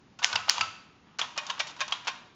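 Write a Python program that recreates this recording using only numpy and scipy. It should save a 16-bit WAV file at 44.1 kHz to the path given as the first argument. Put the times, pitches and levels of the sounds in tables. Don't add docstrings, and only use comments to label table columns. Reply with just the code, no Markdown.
import sys
import numpy as np
from scipy import signal
from scipy.fft import rfft, irfft
from scipy.io import wavfile

SR = 44100
rng = np.random.default_rng(int(sys.argv[2]) if len(sys.argv) > 2 else 0)


def transcribe(signal):
    frames = np.atleast_2d(signal).T
    limited = np.clip(frames, -1, 1)
    pcm = np.round(limited * 32767).astype(np.int16)
    wavfile.write(sys.argv[1], SR, pcm)


N = 103635

# mode_hz, level_db, t60_s
FRAME_MODES = [(976, -11, 0.11), (1131, -6, 0.038), (1488, -1, 0.12), (2490, -11, .04), (3930, -20, .04),
               (5560, -17.5, .04)]
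# mode_hz, level_db, t60_s
STOP_MODES = [(555, -9.5, .06), (957, -1, 0.11), (1060, -3, 0.15), (1395, -12, 0.3), (2360, -26.5, 0.082),
              (2600, -33, 0.19), (3220, -10.5, 0.093), (3380, -10, 0.098), (3580, -11, .09),
              (3780, -3.5, 0.12), (5830, -24, .06), (6800, -5, 0.038)]
# freq_hz, gain_db
MIC_RESPONSE = [(60, -57), (250, -24), (450, -13), (620, -5.5), (900, 2.5), (2000, 0.5), (3000, 4),
                (6800, -5), (7500, -15), (8100, -34.5), (8900, -37)]


def amp(db):
    return 10 ** (np.asarray(db) / 20)


def unit_rms(x):
    return x / np.sqrt(np.mean(x ** 2) + 1e-20)


def read(points, hz):
    f, value = np.transpose(points)
    return np.interp(np.log(hz + 1), np.log(f + 1), value)


def add(mix, start_s, sound):
    part = mix[round(start_s * SR):][:len(sound)]
    part += sound[:len(part)]


def colour(x, points):
    log_gain = np.log(amp(read(points, abs(np.fft.fftfreq(4096, 1 / SR)))))
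    taps = np.fft.ifft(np.exp(np.conj(signal.hilbert(log_gain)))).real[:2048]
    return signal.oaconvolve(x, taps)[:len(x)]


def lowpass(x, hz):
    return signal.oaconvolve(x, signal.firwin(511, hz, window=("kaiser", 9), fs=SR), "same")


def hush():
    rms_db = -60
    # freq_hz, relative_density_db
    spectrum = [(15, -42.5), (25, -19.5), (147, -4.5), (209, -6), (284, -6), (423, -13.5), (476, -15),
                (647, -20), (728, -16), (3070, -25), (7000, -33), (9100, -72), (15400, -120)]
    # freq_hz, gain_db
    mic_roll = [(6900, 6), (7500, -8), (8000, -31.5), (8400, -43)]
    hz = np.fft.rfftfreq(N, 1 / SR)
    gain = amp(read(spectrum, hz) + read(mic_roll, hz))
    return amp(rms_db) * unit_rms(irfft(rfft(rng.standard_normal(N)) * gain, N))


def room(x):
    level_db, build_up_s, turn_rad_per_s = -11, 0.0036, 8.995
    # freq_hz, t60_s
    decay = [(300, 1), (800, 0.76), (2000, 0.71), (5500, 0.53)]
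    out, turn = np.zeros(N), np.arange(N) / SR * turn_rad_per_s
    for k in range(3):
        hz, t, z = signal.stft(rng.standard_normal(SR), SR, nperseg=256)
        dying = z * amp(-60 * t / read(decay, hz)[:, None])
        tail = signal.istft(dying, SR, nperseg=256)[1]
        tail = tail * np.minimum(np.arange(len(tail)) / SR / build_up_s, 1) ** 2
        share = np.sqrt(2 / 3) * np.cos(turn + k * np.pi / 3)
        out += signal.fftconvolve(x * share, tail / np.linalg.norm(tail))[:N]
    return amp(level_db) * out


def thumps():
    rise_s, t60_s = 0.013, 0.43
    # start_s, level_db
    events = [(0.331, -46.5), (.585, -45.5), (1.202, -57)]
    table_hz = (88, 106.3, 145.5, 198.6)
    table_db = (-4.5, -2.5, -12, -5.5)
    out, t = np.zeros(N), np.arange(SR // 2) / SR
    for start_s, level_db in events:
        ring = sum(amp(d) * np.sin(2 * np.pi * (hz * t + rng.random()))
                   for hz, d in zip(table_hz, table_db))
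        add(out, start_s, amp(level_db - 60 * t / t60_s) * np.minimum(t / rise_s, 1) * ring)
    return out


def spring_rattles():
    ticks_per_s, mean_boost_db, n = 2300, 2.5, SR // 5
    # start_s, length_s, level_db (before swell and microphone), treble_db
    travels = [(0.222, 0.028, -33, -1), (0.264, 0.16, -38, -11), (.475, 0.045, -37, -10.5),
               (.515, 0.16, -35.5, -2), (1.028, 0.17, -63.5, -24), (1.202, 0.054, -34.5, -8),
               (1.359, 0.019, -40, -7), (1.393, 0.21, -45, -4.5), (1.486, 0.032, -37, -1),
               (1.579, 0.01, -37.5, -7.5), (1.691, 0.029, -41.5, 3.5), (1.787, 0.044, -42, -5.5),
               (1.794, 0.02, -37.5, -4), (1.885, 0.09, -43.5, -8), (1.908, 0.009, -35, 9),
               (2.069, 0.0051, -34.5, -4), (2.046, 0.024, -42.5, -4)]
    out = np.zeros(N)
    for start_s, length_s, level_db, treble_db in travels:
        heights = amp(mean_boost_db * rng.exponential(1, n))
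        ticks = heights * (rng.random(n) < ticks_per_s / SR)
        ticks = ticks * rng.choice([-1., 1.], n)
        tone = [(1300, 7), (2200, -2), (3200, 0), (5200, treble_db)]
        ticks = unit_rms(colour(ticks, tone))
        progress = np.clip(np.arange(n) / SR / length_s, 0, 1)
        add(out, start_s, amp(level_db) * ticks * np.sin(np.pi * progress) ** .5)
    return colour(out, MIC_RESPONSE)


def mode_cluster(t, mode_hz, level_db, t60_s):
    half_width = .035 * min(1, .2 / t60_s)
    ring = 0
    for offset, phase_cycles in rng.random(size=(6, 2)):
        hz = mode_hz * (1 + half_width * (2 * offset - 1))
        ring = ring + np.sin(2 * np.pi * (hz * t + phase_cycles))
    return amp(level_db - 60 * t / t60_s) * ring


def contacts(rows, modes, ring_db, rise, fade_db, stop_db):
    roughness, clank_width, room_clank = 0.1, 0.18, 0.39
    out, t = np.zeros((2, N)), np.arange(SR // 3) / SR
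    for start_s, peak_db, chatter_s, low_db, treble_db, clank_hz, clank_db in rows:
        chatter = rng.standard_normal(1500)
        u = np.arange(len(chatter)) / SR / max(chatter_s, 1e-4)
        envelope = np.minimum(u / max(rise, .01), 1) * amp(fade_db * u + stop_db * np.maximum(u - 1, 0))
        chatter = chatter * abs(chatter) ** roughness * envelope
        body = sum(mode_cluster(t, *mode) for mode in modes) * amp(ring_db)
        body[0] = 1
        tone = [(1300, low_db), (2100, 0), (3900, 0.02), (5200, treble_db)]
        body = colour(colour(body, tone), MIC_RESPONSE)
        clank = [(clank_hz * (1 - clank_width), 0), (clank_hz, clank_db), (clank_hz * (1 + clank_width), 0)]
        sound = colour(signal.fftconvolve(chatter, body), clank)
        sound = amp(peak_db) * sound / abs(sound).max()
        spread = colour(body, [(hz, room_clank * d) for hz, d in clank])
        spread = spread * np.linalg.norm(sound) / np.linalg.norm(spread)
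        add(out[0], start_s, sound)
        add(out[1], start_s + chatter_s / 2, spread)
    return out


def shift_ticks():
    # start_s, peak_db, chatter_s, low_db, treble_db, clank_hz, clank_db
    ticks = [(1.466, -26.5, 0.0045, -17, 8, 3300, 2.65), (1.670, -31, 0.0084, 0, 6, 3340, 5),
             (1.764, -38, 0.009, 7, 4.5, 3100, 2), (1.880, -26.5, 0.0027, 5.5, 8, 3330, 6.6),
             (2.048, -45, 0.0022, 1, 14, 1210, 1.7)]
    return contacts(ticks, STOP_MODES, ring_db=-43.5, rise=0.07, fade_db=-6.5, stop_db=1.5)


def shift_drops():
    # start_s, peak_db, chatter_s, low_db, treble_db, clank_hz, clank_db
    drops = [(1.214, -13, 0.0034, 1.5, 3, 3280, 15.3), (1.498, -20.5, 0.0023, -0.5, -14, 4600, 1.7),
             (1.5005, -16.5, 0.0044, 0, 2.5, 3000, 6.7), (1.922, -13.5, 0.0044, -1, -1.5, 3230, 10.5)]
    return contacts(drops, STOP_MODES, ring_db=-46.5, rise=.45, fade_db=-9, stop_db=2.5)


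def shift_clunks():
    # start_s, peak_db, chatter_s, low_db, treble_db, clank_hz, clank_db
    clunks = [(1.186, -26, 0.01, 4, 5, 2930, 3), (1.191, -18, 0.0074, 4.5, 3, 2600, 4),
              (1.376, -17.5, 0.0065, 3, 3.5, 3450, 2), (1.381, -19, 0.0091, 3, -4, 2680, 7),
              (1.593, -27, 0.0058, -4.5, 5.5, 5560, 2), (1.597, -20, 0.0051, 3.5, -5, 1980, 2),
              (1.602, -16.5, 0.0072, 1, -1.5, 2580, 7), (1.805, -16.5, 0.0075, 2, 1.5, 3070, 2),
              (1.811, -18, 0.01, 0.5, -4.5, 2560, 6), (2.073, -19.5, 0.012, 0, 0, 3160, 2),
              (2.079, -15.5, 0.0084, 5.5, -3.5, 2580, 7)]
    # mode_hz, level_db, t60_s
    carriage_modes = [(597.3, -7, 0.28), (830, -19.5, 0.041), (925, -14.5, 0.29), (1076, -3.5, 0.15),
                      (1404, -29.5, 0.24), (1563, -2.5, .11), (1858, -7, 0.21), (2422, -2, 0.091),
                      (2680, -4.5, 0.028), (3160, -12.5, 0.08), (3360, -13, 0.093), (3730, -6, 0.11),
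                      (5695, -5.5, 0.18)]
    return contacts(clunks, carriage_modes, ring_db=-48, rise=0.17, fade_db=-7, stop_db=-3)


def linkage_clicks():
    # start_s, peak_db, chatter_s, low_db, treble_db, clank_hz, clank_db
    clicks = [(.189, -30.5, 0.0095, 5.5, 3, 2560, 4.6), (.219, -31.5, 0.0029, 14, -7, 3700, 8.7),
              (.229, -22, 0.0036, -5, -7.5, 1960, 2), (.2365, -17.5, 0.012, 1, 4.5, 5560, 2),
              (.253, -20, 0.0036, -1, -8.5, 3980, 3), (.271, -43.5, 0.002, 27, 7.5, 5050, 2.5),
              (.475, -36, 0.0027, 18.5, 9.5, 3500, 4), (.483, -21, 0.002, 13.5, -2, 2000, 2),
              (.491, -15.5, 0.011, -10.5, 0.5, 4900, 4), (.505, -27.5, 0.0018, 15.5, -11, 3500, 1.8),
              (.517, -43.5, 0.0018, -11, -12.5, 3500, 3.8)]
    return contacts(clicks, FRAME_MODES, ring_db=-42, rise=0.05, fade_db=-5.5, stop_db=-0.5)


def escapement_steps():
    # start_s, peak_db, chatter_s, low_db, treble_db, clank_hz, clank_db
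    steps = [(.3282, -19, 0.0044, 5, 0.03, 4270, 4), (.5808, -18.5, 0.0025, 4, -0.54, 3420, 3)]
    return contacts(steps, FRAME_MODES, ring_db=-38, rise=.1, fade_db=-5, stop_db=-6)


def bar_returns():
    # start_s, peak_db, chatter_s, low_db, treble_db, clank_hz, clank_db
    returns = [(.3556, -10.5, 0.0058, 0.5, -2, 2614, 6.1), (.6090, -11, 0.0055, -1.5, -2, 2674, 12.4)]
    # mode_hz, level_db, t60_s
    rest_modes = [(889, -22.5, 0.2), (1020, -4.5, 0.17), (1296, -6, 0.33), (1476, -13, 0.3),
                  (1840, -13.5, 0.16), (2650, -14, .3), (2730, -5.5, 0.056), (4664, 10, 0.023),
                  (5200, 5.5, 0.052), (6040, -16, .06)]
    return contacts(returns, rest_modes, ring_db=-47, rise=0.091, fade_db=-1.5, stop_db=-29.5)


def slug_strikes():
    # start_s, peak_db, chatter_s, low_db, treble_db, clank_hz, clank_db
    strikes = [(.2444, -2.5, 0.0011, -10, 8, 3000, 0.5), (.4963, -0.2, .001, -5.5, 9, 2946, 5)]
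    return contacts(strikes, FRAME_MODES, ring_db=-60, rise=.2, fade_db=-4, stop_db=-30)


def scene():
    machine = slug_strikes() + linkage_clicks() + escapement_steps() + bar_returns()
    machine = machine + shift_clunks() + shift_drops() + shift_ticks()
    direct, to_room = machine + spring_rattles()
    return (direct + room(to_room) + thumps() + hush())[None]


def record(dry):
    capsule_hz, overload, band_hz = 9100, .74, 16600
    capsule = lowpass(dry[0], capsule_hz)
    return lowpass(np.clip(capsule, -overload, overload), band_hz)[None]


dry = scene()
out = record(dry)
transcribe(out)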